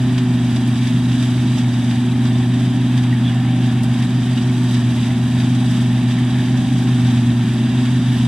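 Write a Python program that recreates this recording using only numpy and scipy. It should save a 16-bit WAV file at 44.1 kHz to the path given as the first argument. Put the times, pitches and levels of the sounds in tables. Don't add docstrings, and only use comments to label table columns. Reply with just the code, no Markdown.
import sys
import numpy as np
from scipy import signal
from scipy.fft import rfft, irfft, next_fast_len
from scipy.io import wavfile
from scipy.ndimage import uniform_filter1d

SR = 44100
rng = np.random.default_rng(int(sys.argv[2]) if len(sys.argv) > 2 else 0)


def dump_mix(stems):
    frames = np.atleast_2d(stems).T
    limited = np.clip(frames, -1, 1)
    pcm = np.round(limited * 32767).astype(np.int16)
    wavfile.write(sys.argv[1], SR, pcm)


N = 364707

# time in seconds, swell at 1-4 kHz in dB, swell above 4 kHz in dB.
RUSH_SWELLS = [(0.0, -1, -1.5), (0.6, -0.5, -.5), (1.4, 1, 1.5), (2.09, -1, -1), (3.36, 0, -2),
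               (4.33, -.5, -1), (4.6, 0, 1), (4.9, 1, 1), (5.23, 0, -.5), (5.6, 0, 1.5), (6.31, 1, -1),
               (6.7, -1.5, -0.5), (7.02, 1.5, 1.5), (7.49, 0, -.5), (8.27, 1, .5)]
# frequency in Hz, level in dB per Hz.
RUMBLE_SPECTRUM = [(25, -93), (40, -88), (55, -62.5), (80, -60), (110, -50.5), (145, -50), (190, -46.5),
                   (260, -50), (300, -53), (345, -58), (390, -64)]
# frequency in Hz, left level in dB per Hz, right level in dB per Hz, likeness from 0 to 1.
PORT_SPECTRA = [(427, -70, -71, 0.9), (494, -77.5, -76.5, 0.43), (604, -66, -64, 0.97),
                (788, -63.5, -64.5, 0.97), (883, -65.5, -65.5, 0.97), (1264, -72.5, -70, 0.83),
                (1510, -70, -71, 0.99), (1814, -66, -65, 0.99), (1990, -77.8, -68.5, 0.64),
                (2220, -67, -77, 0.7), (2680, -73, -69, 0.83), (2990, -70, -70.5, 1.0),
                (3090, -68, -67.5, 0.97), (3957, -70.5, -68, 0.91), (3975, -73.1, -75, 0.96),
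                (4070, -79, -79, 0.42), (4250, -79.8, -75.5, 0.52), (4480, -84, -79, 0.38),
                (4720, -74, -72.5, 0.99), (5300, -85, -77.5, 0.46), (5680, -84, -74, 0.69),
                (5780, -88.3, -77, 0.32), (6210, -79.4, -78, 0.81), (6400, -84, -79, 0.38),
                (7040, -80.5, -82, 0.8), (7470, -78, -90, 0.3), (7460, -76, -92.8, 0.09),
                (7870, -77, -80.5, 0.94), (9500, -85, -82.5, 0.78), (9780, -95.0, -82, 0.48),
                (11470, -97, -88, 0.6), (12600, -99.1, -93, 0.7), (13100, -104.6, -97, 0.43),
                (14300, -110.7, -101.2, 0.13), (15300, -118.4, -128.8, 0.06)]
# frequency in Hz, lead of the left port in radians.
PORT_LEAD = [(400, -0.0), (1800, -0.3), (2050, 1.1), (2270, 0.1), (2600, -0.6), (2900, -0.0), (3250, -0.5),
             (4150, -0.7), (4500, -4.4), (4750, -6.7), (5250, -10.0), (5700, -13.5), (6200, -18.3),
             (6500, -22.5), (7300, -23.6), (7800, -20.4), (8100, -19.9), (9600, -20.9), (9900, -19.7),
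             (11000, -19.4), (15000, -19.4)]
# start in seconds, level near 4 kHz in dB, brightness in dB per octave.
CLANK_HITS = [(0.178, 10, 0), (0.5601, 8, 1.5), (0.6744, -4.5, 12), (0.7701, -2, 3), (0.8684, 6, 1.5),
              (1.116, 5.5, 1), (1.2243, 7.5, 2), (1.5824, 5, 4), (1.9093, 6, -2.5), (2.2523, 3.5, -2),
              (2.5354, 2.5, -2), (2.9754, 6.5, 0.5), (3.0335, 5.5, 0), (3.8312, 1, 11), (4.0233, 5.5, 1.5),
              (4.3735, 6, -1), (4.7092, 1.5, 6), (4.7417, 8, .5), (4.766, 6, -1), (5.4001, 5.5, -1),
              (5.5494, 1, 1.5), (6.1063, 6, 0), (6.1834, 2, -3), (6.3829, 0, 6), (6.572, 2, 1.5),
              (6.8713, 4.5, -3), (7.0665, 2.5, 4), (7.1721, 3, -2), (7.8506, 2.5, -3), (8.2475, 2.5, 4)]
# centre in seconds, pitch in Hz, peak level in dB rms, time to fall to 1/e in seconds, width in Hz.
SQUEAK_EVENTS = [(3.13, 1880, -33.5, .015, 200), (3.3, 2950, -37, .02, 500), (3.268, 3400, -32, .028, 350),
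                 (4.385, 2850, -36, .015, 600), (2.35, 3550, -39, .015, 300), (6.272, 3450, -37, .014, 200),
                 (6.39, 1750, -37, .014, 200)]
# pitch in Hz, level in dB rms, depth of wavering in dB.
ENGINE_TONES = [(83.7, -45, 4), (130.13, -31, -3), (636, -54.5, 2.0), (2730, -54.5, 4)]
# time in seconds, pitch in Hz, level in dB rms.
GEAR_WHINE = [(0, 783.5, -51), (.4, 783, -48), (1.3, 783, -55), (2.4, 782, -44), (2.9, 783.3, -58),
              (3.35, 780.8, -43), (3.75, 780.5, -41.5), (4.1, 783, -48), (4.6, 784, -56), (5.5, 785, -44),
              (6.15, 783, -50), (6.65, 786.5, -43), (7.2, 781.3, -46), (7.7, 781, -54), (8.27, 781, -54)]
# time in seconds, shaft speed in turns per second.
SHAFT_SPEED = [(0, 7.34), (.2, 7.33), (.45, 7.155), (.75, 7.2), (1.25, 7.25), (1.55, 7.215), (1.88, 7.09),
               (2.1, 7.23), (2.5, 7.195), (2.9, 7.325), (3.2, 7.165), (3.6, 7.25), (3.9, 7.165),
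               (4.25, 7.285), (4.58, 7.27), (4.9, 7.12), (5.08, 7.125), (5.33, 7.28), (5.72, 7.255),
               (6.02, 7.18), (6.67, 7.38), (7.37, 7.065), (7.65, 7.25), (7.97, 7.325), (8.15, 7.22),
               (8.27, 7.22)]
# time in seconds, mesh tone in dB rms, its octave in dB rms.
DRONE_LEVELS = [(0, -17, -21), (.25, -17.5, -18.5), (.9, -17.7, -20.5), (1.5, -16.5, -20), (2, -18.5, -20),
                (2.3, -16, -20), (2.76, -17.5, -21.5), (3, -15, -19), (3.3, -17, -21), (3.6, -16, -20),
                (4, -18, -22), (4.5, -17.5, -20.5), (4.76, -15.5, -18.5), (5.05, -19, -20),
                (5.55, -16, -20.5), (6, -16.5, -20.5), (6.7, -18.5, -21), (7.05, -14, -19), (7.3, -16, -18),
                (7.55, -18.5, -22), (8, -16.5, -19.5), (8.27, -16, -22)]
SHAFT_ORDERS = [8, 10, 14, 21, 24, 27, 28, 31, 35, 38, 41, 42, 45, 51]
# level in dB rms, in the same order.
SHAFT_ORDER_LEVELS = [-52, -50, -46.5, -47, -32, -41, -41.5, -26.5, -41, -32.5, -43, -47.5, -49, -39.5]

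WIND_DB, WIND_HZ = -41, 45
KNIFE_HZ, KNIFE_START, KNIFE_DB = 18.63, 0.56, 2
SHAKER_HZ, SHAKER_START, SHAKER_DB = 2.87, 0.49, 1.75
AIR_STEADY = 0.88
CLANK_ATTACK_S, CLANK_T60_S = .0017, 0.096
CLANK_AIR_DB = -4
CLATTER_PER_S, CLATTER_DB, CLATTER_T60_S = 120, -47, 0.036
WHINE_OCTAVE_DB, WHINE_SIDE_HZ, WHINE_SIDE_DB = -11, 22, -7
TEETH = 17
INERTIA_S = .1
WOBBLE_HZ, WOBBLE_TURNS = 5.3, .0006
ORDER_WAVER_DB, ORDER_WAVER_PER_S = 2.1, 1.5
CUTOFF_HZ = 15600
T = np.arange(N) / SR
SIZE = next_fast_len(N + SR // 4)
HZ = np.maximum(np.arange(SIZE // 2 + 1) * SR / SIZE, 1)


def amp(db):
    return 10 ** (np.asarray(db) / 20)


def in_time(rows):
    s, *columns = np.transpose(rows)
    return [np.interp(T, s, c) for c in columns]


def in_hz(rows):
    hz, *columns = np.transpose(rows)
    return [np.interp(np.log(HZ), np.log(hz), c) for c in columns]


def drift(rate):
    step = 40
    r = np.exp(-2 * np.pi * rate * step / SR)
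    coarse = rng.standard_normal(N // step + 2002)
    slow = signal.lfilter([1], [1, -2 * r, r * r], coarse)[2000:]
    return np.interp(np.arange(N) / step, np.arange(len(slow)), slow / slow.std())


def throb(hz, start, sharp):
    swell = np.exp(sharp * (np.cos(2 * np.pi * (hz * T + start)) - 1))
    return swell - swell.mean()


def tone(turns, db):
    return np.sqrt(2) * amp(db) * np.cos(2 * np.pi * turns)


def wind():
    band = signal.butter(2, [WIND_HZ / 2, WIND_HZ * 2], "band", fs=SR, output="sos")
    low = signal.sosfilt(band, rng.standard_normal((2, N)))
    return amp(WIND_DB + 2.7 * drift(2.7)) * low / low.std()


def clank_power(octaves):
    power, t = np.zeros(N), T[:SR // 3]
    shape = np.minimum(t / CLANK_ATTACK_S, 1) * amp(-60 * t / CLANK_T60_S)
    for s, db, tilt in CLANK_HITS:
        i = round(s * SR)
        power[i:i + len(t)] += (amp(db + tilt * octaves) * shape[:N - i]) ** 2
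    return power


def swelling_noise():
    mid_db, top_db = in_time(RUSH_SWELLS)
    knife_db = KNIFE_DB * throb(KNIFE_HZ, KNIFE_START, 1.6)
    shaker_db = SHAKER_DB * throb(SHAKER_HZ, SHAKER_START, 2.3)
    white = rfft(rng.standard_normal((3, SIZE)))
    together_db = .5 * drift(7.3)
    noise = np.zeros((3, N))
    place = np.clip(np.log2(HZ / 700), -1, 4)
    for k in range(-1, 5):
        band_gain = np.cos(np.pi / 2 * np.clip(place - k, -1, 1)) ** 2
        band = irfft(white * band_gain, SIZE)[:, :N]
        high, bright = np.clip(k / 2, 0, 1), np.clip(k - 2, 0, 1)
        swell_db = (1 - bright) * high * mid_db + bright * top_db
        swell_db = swell_db + high * (shaker_db + together_db)
        swell_db = swell_db + bright * knife_db + .5 * drift(18.)
        top_octave = k == 4
        clanks = high * clank_power(k - 2.5) * amp(CLANK_AIR_DB * top_octave) ** 2
        power = amp(swell_db) ** 2 + clanks
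        noise += band * power ** (AIR_STEADY / 2 if top_octave else .5)
    return noise


def rush():
    rumble = [(hz, db, db, .97) for hz, db in RUMBLE_SPECTRUM]
    left_db, right_db, alike = in_hz(rumble + PORT_SPECTRA)
    alike = np.clip(alike, 0, 1)
    shared, *own = rfft(swelling_noise(), SIZE)
    left = amp(left_db) * np.exp(1j * in_hz(PORT_LEAD)[0])
    out = []
    for port, side in zip([left, amp(right_db)], own):
        mix = np.sqrt(alike) * shared + np.sqrt(1 - alike) * side
        out.append(irfft(np.sqrt(SR / 2) * port * mix, SIZE)[:N])
    return np.array(out)


def clatter():
    strength = amp(3.7 * np.minimum(rng.exponential(1, N), 4))
    hits = (rng.random(N) < CLATTER_PER_S / SR) * strength
    panel = rng.integers(0, 12, N)
    r = amp(-60 / (CLATTER_T60_S * SR))
    out = np.zeros(N)
    for k, hz in enumerate(np.geomspace(1600, 3900, 12)):
        w = 2 * np.pi * hz / SR
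        struck = hits * (panel == k) + 1e-18
        out += signal.lfilter([0, np.sin(w)], [1, -2 * r * np.cos(w), r * r], struck)
    return amp(CLATTER_DB) * out / out.std()


def squeaks():
    out = np.zeros(N)
    for s, hz, db, half, width_hz in SQUEAK_EVENTS:
        band = signal.butter(2, [hz - width_hz / 2, hz + width_hz / 2], "band", fs=SR, output="sos")
        rasp = signal.sosfilt(band, rng.standard_normal(N))
        whistle = tone(hz * T + .2 * drift(30.), 0)
        swell = np.exp(-((T - s) / half) ** 2)
        out += amp(db - 3) * swell * (rasp / rasp.std() + whistle)
    return out


def gear_whine():
    whine_hz, whine_db = in_time(GEAR_WHINE)
    turns = np.cumsum(whine_hz) / SR
    out = tone(turns, whine_db) + tone(2 * turns, whine_db + WHINE_OCTAVE_DB)
    side_db = whine_db + WHINE_SIDE_DB + 3 * drift(1.4)
    return out + tone(turns - WHINE_SIDE_HZ * T, side_db)


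def engine():
    out = np.zeros(N)
    for hz, db, waver_db in ENGINE_TONES:
        turns = hz * (T + 2.5e-4 * drift(1.35)) + rng.random()
        out += tone(turns, db + waver_db * drift(1.34))
    return out


def drive():
    mesh_db, octave_db = in_time(DRONE_LEVELS)
    speed = uniform_filter1d(in_time(SHAFT_SPEED)[0], size=round(INERTIA_S * SR))
    turns = np.cumsum(speed) / SR
    turns = turns + WOBBLE_TURNS * np.sin(2 * np.pi * (WOBBLE_HZ * T + 0.23 * drift(0.51)))
    out = tone(TEETH * turns, mesh_db) - tone(2 * TEETH * turns, octave_db)
    for order, level_db in zip(SHAFT_ORDERS, SHAFT_ORDER_LEVELS):
        waver_db = ORDER_WAVER_DB * drift(ORDER_WAVER_PER_S)
        out += tone(order * turns + rng.random(), level_db + waver_db)
    return out


def scene():
    tones = drive() + engine() + gear_whine()
    delay_s = 4.5e-5 * (1 + 0.24 * drift(0.97))
    late = np.interp(T - delay_s, T, tones)
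    placed_tones = np.array([late, tones]) * amp([[-.15], [.15]])
    metal = (squeaks() + clatter()) * amp([[-.6], [.6]])
    return placed_tones + metal + rush() + wind()


def record(dry):
    thin = signal.sosfilt(signal.butter(3, 45., "high", fs=SR, output="sos"), dry)
    return signal.sosfilt(signal.ellip(8, .5, 40, CUTOFF_HZ, fs=SR, output="sos"), thin)


dry = scene()
out = record(dry)
dump_mix(out)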